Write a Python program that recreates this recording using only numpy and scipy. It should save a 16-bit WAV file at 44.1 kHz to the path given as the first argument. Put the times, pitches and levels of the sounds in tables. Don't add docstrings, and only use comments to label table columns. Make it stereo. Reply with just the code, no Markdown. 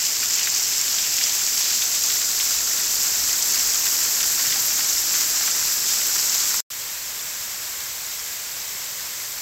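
import sys
import numpy as np
from scipy import signal
from scipy.fft import rfft, irfft, next_fast_len
from scipy.io import wavfile

SR = 44100
rng = np.random.default_rng(int(sys.argv[2]) if len(sys.argv) > 2 else 0)


def put_to_file(sound):
    columns = np.atleast_2d(sound).T
    safe = np.clip(columns, -1, 1)
    whole_steps = np.round(safe * 32767)
    wavfile.write(sys.argv[1], SR, whole_steps.astype(np.int16))


N = 414981
TIME_S = np.arange(N) / SR

# (frequency [Hz], left gain [dB], right gain [dB])
NEAR_SPECTRUM = [(170, -33, -32.5), (607, -31, -31.5), (1475, -25, -21), (2400, -22.5, -21.5),
                 (3320, -20.5, -22.5), (5330, -18, -9), (7040, -16.5, -9.2), (7330, -13.5, -6),
                 (7864, -17.5, -10.5), (8780, -27.5, -25.5), (10900, -23, -29), (12070, -20.5, -16.5),
                 (13350, -17.5, -16.5), (15700, -18.5, -29.7)]
# (frequency [Hz], left gain [dB], right gain [dB])
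FAR_SPECTRUM = [(140, -34, -34), (260, -38.5, -38), (650, -33, -33.7), (2150, -26.5, -25.5),
                (2800, -27, -29.5), (5500, -24, -20.5), (6900, -22.5, -21), (7500, -20.5, -17.5),
                (8050, -27.1, -21), (8860, -32.5, -35.5), (11000, -29.5, -36.4), (11900, -26, -24.5),
                (13100, -23.5, -25.9), (15700, -30.3, -26)]
# (frequency [Hz], left-right correlation [-1..1])
DIFFUSE_CORRELATION = [(40, 0.96), (300, 0.92), (750, 0.54), (1200, 0.08), (1800, 0.17), (4000, -0.27),
                       (7000, 0.049)]
# (time [s], fine spray [dB], left-right difference of the spatter [dB], churning [dB])
MICROPHONE_TURN = [(0, -26.5, -8.5, -40.7), (1, -25, -9.5, -41), (2, -24, -10, -41.5), (3, -23, -8, -40.5),
                   (4.2, -21.6, -7.5, -40.5), (5, -22, -7.2, -40.6), (6.5, -23, -6, -41)]
# (time [s], swell of the pool's drops [dB], swell of the spatter on rock [dB])
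WATER_PACKETS = [(0.01, 0.5, 3), (0.24, 2.5, 0), (0.43, 4, 0), (0.56, 2, 3), (0.97, 0, 1.5), (1.21, 1, 0.5),
                 (1.76, 1.5, 1), (3.27, 1, 1.5), (3.54, .5, 2), (3.84, 2.5, 2), (4.28, .5, 1.5),
                 (4.50, 1, 0.5), (4.88, 2.5, 2.5), (5.17, 3, 1.5), (5.92, 3, 2), (6.17, 1, 3),
                 (6.38, -1, 2.5)]
# (time [s], level ahead of band-pass and surges [dB])
STREAM_LEVEL = [(0, -1), (1.2, -0.5), (1.9, -5), (3.0, -14), (6.6, -18)]
# (time [s], lag [s])
POOL_LEFT_LAG = [(0, 0.0004), (1.5, 0.00034), (3.0, 0.00013), (6.6, 0.00012)]
# (low edge [Hz], high edge [Hz], rate ahead of clumping [1/s],
# size spread [dB per e-fold of chance], burst decay [s], level ahead of band-pass and mix [dB])
HEAVY_DROPS = (900, 4080, 560, 3.9, 0.0012, 1)
MEDIUM_DROPS = (1600, 8998, 380, 4, 0.1, -3.5)
LIGHT_DROPS = (4000, 7870, 1600, 2.9, 0.00047, 0.28)
FINE_DROPS = (8150, 16200, 1600, 4, 0.00064, 1.54)
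# (time [s], level ahead of the common trim [dB], left-right difference [dB])
ROCK_TICKS = [(0.0512, -7.5, -6), (0.4312, -9.5, -11), (0.5622, -10.5, -14), (0.596, -10.5, -7),
              (0.6288, -10.5, -14), (1.2388, -8, -14), (1.4655, -8, -11), (1.5772, -9.5, -13),
              (2.0375, -11, -14), (2.0615, -10.5, -13), (2.375, -10, -10), (3.2922, -8, -6),
              (3.424, -2, -1), (4.5042, -9.5, -4), (4.9296, -7.5, -7), (5.2096, -6.5, -7),
              (5.5133, -6.5, -5), (6.1912, -9.5, -9), (6.2953, -11, -13)]
# (time [s], level ahead of the common trim [dB], left-right difference [dB], centre [Hz])
POOL_SLAPS = [(0.2309, -16.5, -3.5, 1900), (0.3915, -15, -3.5, 3000), (0.4728, -13.5, -5, 2300),
              (0.9852, -13.5, 1, 3700), (1.1837, -15.5, 0, 2800), (1.2116, -12.5, -5, 2700),
              (1.296, -17, -1.5, 3100), (1.8208, -12, -4, 3700), (2.1026, -16, 1, 2700),
              (2.3999, -13.5, -2, 2900), (3.861, -17, 2, 2600), (4.2053, -14, 6, 2500),
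              (4.5241, -12, 1.5, 2700), (4.8065, -15.5, 2, 2000), (5.141, -15, 2, 2800),
              (5.4779, -14.5, 0, 1700), (6.0127, -18, 0, 3100), (6.1609, -17, 2, 2000),
              (6.5407, -14.5, -4, 1500)]
# (time [s], level ahead of the bass cut [dB], left-right difference [dB], centre [Hz])
AIR_PUFFS = [(2.38, -51, -2, 45), (2.62, -47.5, 5, 45), (2.92, -47, 6, 48), (3.23, -44, -6, 42),
             (3.63, -49, 1, 42), (4.52, -48.5, 1, 135), (4.98, -48, 7, 36)]

NEAR_END_S, FAR_START_S = 6.605, 6.703
PACKET_HALF_WIDTH_S = 0.048
SWAY_CORNER_HZ, POOL_SWAY_DB, ROCK_SWAY_DB = 6.6, 0.64, 0.4
FAR_SWAY_CORNER_HZ, FAR_SWAY_DB = 5.6, 0.23
ROCK_TRIM_DB = 0.2
CLOSE_DROP_S = 0.15
PUFF_HALF_WIDTH_S, PUFF_OWN_DB = 0.07, -6
BASS_CUT_HZ, TOP_CUT_HZ = 33, 15780


def from_db(db):
    return 10 ** (np.asarray(db) / 20)


def rms_one(x):
    return x / np.sqrt(np.mean(x ** 2) + 1e-20)


def curve(rows):
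    return np.interp(TIME_S, *np.transpose(rows))


def swings_db(rows):
    knots_s, *columns = np.transpose(rows)
    return [np.interp(TIME_S, knots_s, c - c.mean()) for c in columns]


def sides(pan_db):
    return from_db(np.array([[0.5], [-0.5]]) * pan_db)


def shaped(x, gain_at):
    size = next_fast_len(N + 4096)
    hz = np.maximum(np.arange(size // 2 + 1) * SR / size, 1)
    return irfft(rfft(x, size) * gain_at(hz), size)[..., :N]


def at_hz(rows, hz):
    knots_hz, *columns = np.transpose(rows)
    return np.array([np.interp(np.log(hz), np.log(knots_hz), c) for c in columns])


def coloured(x, spectrum):
    return shaped(x, lambda hz: from_db(at_hz(spectrum, hz)))


def band(x, low_hz, high_hz):
    sos = signal.butter(2, [low_hz, high_hz], "band", fs=SR, output="sos")
    return signal.sosfilt(sos, x)


def drift(corner_hz):
    step, settle = 40, 2000
    pole = np.exp(-2 * np.pi * corner_hz * step / SR)
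    noise = rng.standard_normal(N // step + settle + 2)
    slow = signal.lfilter([1], [1, -2 * pole, pole ** 2], noise)[settle:]
    return np.interp(np.arange(N) / step, np.arange(len(slow)), rms_one(slow))


def surging_db():
    packet_s, pool_db, rock_db = np.transpose(WATER_PACKETS)
    bells = np.exp(-((TIME_S - packet_s[:, None]) / PACKET_HALF_WIDTH_S) ** 2)
    sway = drift(SWAY_CORNER_HZ)
    pool = pool_db @ bells + POOL_SWAY_DB * sway
    rock = rock_db @ bells + ROCK_SWAY_DB * sway
    return pool - pool.mean(), rock - rock.mean()


def rush():
    mid, side = rng.standard_normal((2, N))
    mid = shaped(mid, lambda hz: np.sqrt((1 + at_hz(DIFFUSE_CORRELATION, hz)) / 2))
    side = shaped(side, lambda hz: np.sqrt((1 - at_hz(DIFFUSE_CORRELATION, hz)) / 2))
    return mid + side * [[1], [-1]]


def churning(bed, churn_db):
    low = shaped(bed, lambda hz: 0.85 / (1 + (hz / 850) ** 4))
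    return low * from_db(2.0 * churn_db)


def die_away(energy, decay_s):
    pole = np.exp(-1 / (decay_s * SR))
    return signal.lfilter([1 - pole], [1, -pole], energy + 1e-18)


def splash(energy, burst_s, spray_share, spray_s):
    burst = (1 - spray_share) * die_away(energy, burst_s)
    spray = spray_share * die_away(energy, spray_s)
    return np.sqrt(burst + spray) * rng.standard_normal(energy.shape)


def drops(kind, clumping_db, scatter_db, spray_share, spray_s):
    low_hz, high_hz, per_s, spread_db, burst_s, level_db = kind
    chance, size, direction = rng.random((3, N))
    lands = np.flatnonzero(chance < per_s * from_db(clumping_db) / SR)
    size_db = -spread_db * np.log(size[lands] + 0.015)
    pan_db = scatter_db * (2 * direction[lands] - 1)
    energy = np.zeros((2, N))
    energy[:, lands] = (from_db(size_db) * sides(pan_db)) ** 2
    noise = splash(energy / energy.mean(), burst_s, spray_share, spray_s)
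    return from_db(level_db) * band(noise, low_hz, high_hz)


def bubbles(per_s, low_hz, high_hz, cycles, spread_db):
    out = np.zeros((2, N + SR))
    for when, pitch, size, pan in rng.random((int(per_s * N / SR), 4)):
        hz = low_hz * (high_hz / low_hz) ** pitch
        life = np.arange(0, 1, hz / (cycles * SR))
        phase = 2 * np.pi * cycles * life * (1 + 0.03 * life)
        tone = hz * np.sin(phase) * from_db(-60 * life)
        size_db = -spread_db * np.log(size + 0.03)
        start = int(when * N)
        out[:, start:start + len(tone)] += tone * from_db(size_db) * sides(16 * (pan - 0.5))
    return rms_one(out[:, :N])


def from_the_right(x, lag_s, likeness):
    late = np.interp(TIME_S - lag_s, TIME_S, x[1])
    return np.array([np.sqrt(1 - likeness ** 2) * x[0] + likeness * late, x[1]])


def pool_splashes(clumps, pool_db, churn_db):
    heavy_clumping_db = 1.6 * clumps + 1.8 * drift(14)
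    heavy = drops(HEAVY_DROPS, heavy_clumping_db, scatter_db=4.5, spray_share=0.32, spray_s=0.0092)
    heavy *= from_db(pool_db + 1.4 * churn_db)
    stream_kind = (2000, 4700, 298.5, 4.5, 0.2, 0)
    stream = drops(stream_kind, 2.2 * drift(11), scatter_db=3, spray_share=0.36, spray_s=0.0057)
    stream *= from_db(curve(STREAM_LEVEL) + pool_db)
    pool = from_the_right(heavy + stream, curve(POOL_LEFT_LAG), likeness=0.53)
    ringing = bubbles(per_s=330, low_hz=502, high_hz=7420, cycles=52, spread_db=4.0)
    return pool + from_db(-12.5) * ringing


def rock_spatter(clumps, rock_db, turn_db):
    medium = drops(MEDIUM_DROPS, 2.3 * clumps, scatter_db=11, spray_share=0.46, spray_s=0.0081)
    light_clumping_db = 1.0 * clumps + 1.0 * drift(22)
    light = drops(LIGHT_DROPS, light_clumping_db, scatter_db=7, spray_share=0.35, spray_s=0.007)
    return (medium + light) * from_db(rock_db + ROCK_TRIM_DB) * sides(1.4 * turn_db)


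def fine_spray(clumps, spray_db):
    clumping_db = 1.2 * clumps + 1.6 * drift(11)
    fine = drops(FINE_DROPS, clumping_db, scatter_db=6, spray_share=0.42, spray_s=0.008)
    return fine * from_db(0.87 * spray_db)


def ground_echo(x, delay_s, strength, dull_hz):
    def gain_at(hz):
        mirrored = strength / (1 + (hz / dull_hz) ** 2)
        return 1 + mirrored * np.exp(-2j * np.pi * hz * delay_s)
    return shaped(x, gain_at)


def close_drops(rows, width, crack_db, burst_s, spray_share, spray_s, trim_db):
    length = int(CLOSE_DROP_S * SR)
    out, impact = np.zeros((2, N)), np.zeros((2, length))
    impact[:, 0] = 1
    for at_s, level_db, pan_db, hz in rows:
        low_hz, high_hz = hz / width, hz * width
        burst = band(splash(impact * burst_s * SR, burst_s, spray_share, spray_s), low_hz, high_hz)
        drop = band(burst + from_db(crack_db) * impact, low_hz, high_hz)
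        start = int(at_s * SR)
        out[:, start:start + length] += from_db(level_db + trim_db) * sides(pan_db) * drop
    return out


def rock_ticks():
    rows = [(*tick, 5900) for tick in ROCK_TICKS]
    return close_drops(rows, width=1.31, crack_db=5, burst_s=0.0009,
                       spray_share=0.5, spray_s=0.0071, trim_db=5.5)


def pool_slaps():
    return close_drops(POOL_SLAPS, width=1.67, crack_db=8.5, burst_s=0.0016,
                       spray_share=0.46, spray_s=0.0065, trim_db=6.0)


def near_fall():
    pool_db, rock_db = surging_db()
    spray_db, turn_db, churn_db = swings_db(MICROPHONE_TURN)
    clumps = drift(15)
    bed = rush()
    water = bed * from_db(0.77 * spray_db) + churning(bed, churn_db)
    water += pool_splashes(clumps, pool_db, churn_db)
    water += rock_spatter(clumps, rock_db, turn_db)
    water += fine_spray(clumps, spray_db)
    water = ground_echo(water, delay_s=0.00276, strength=0.1, dull_hz=1000)
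    return from_db(-5.0) * coloured(water, NEAR_SPECTRUM) + rock_ticks() + pool_slaps()


def draught():
    out = np.zeros((2, N))
    swell = np.exp(-((np.arange(SR) / SR - 0.5) / PUFF_HALF_WIDTH_S) ** 2)
    for at_s, level_db, pan_db, hz in AIR_PUFFS:
        air = rng.standard_normal(SR) + from_db(PUFF_OWN_DB) * rng.standard_normal((2, SR))
        rumble = rms_one(band(air, 0.75 * hz, 1.3 * hz))
        start = int((at_s - 0.5) * SR)
        out[:, start:start + SR] += from_db(level_db) * sides(pan_db) * swell * rumble
    return out


def far_fall():
    flow_db = FAR_SWAY_DB * drift(FAR_SWAY_CORNER_HZ)
    patter_kind = (900, 15000, 900, 3.0, 0.2, -5.5)
    patter = drops(patter_kind, 2.6 * drift(10), scatter_db=6, spray_share=0.59, spray_s=0.0075)
    ringing = bubbles(per_s=380, low_hz=605, high_hz=7020, cycles=53, spread_db=3.0)
    water = rush() + patter + from_db(-16.5) * ringing
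    water = ground_echo(water, delay_s=0.00189, strength=0.12, dull_hz=2300)
    return from_db(flow_db - 1.22) * coloured(water, FAR_SPECTRUM)


def scene():
    since_end_s = np.maximum(TIME_S - NEAR_END_S, 0)
    fade = np.where(TIME_S < NEAR_END_S, 1, 0.26 * np.exp(-since_end_s / 0.0041))
    return (near_fall() + draught()) * fade + far_fall() * (TIME_S >= FAR_START_S)


def record(dry):
    rounded = dry / (1 + (dry / 0.9) ** 6) ** (1 / 6)

    def gain_at(hz):
        bass_cut = 1 / np.sqrt(1 + (BASS_CUT_HZ / hz) ** 4)
        return bass_cut / np.sqrt(1 + (hz / TOP_CUT_HZ) ** 400)
    return shaped(rounded, gain_at)


dry = scene()
out = record(dry)
put_to_file(out)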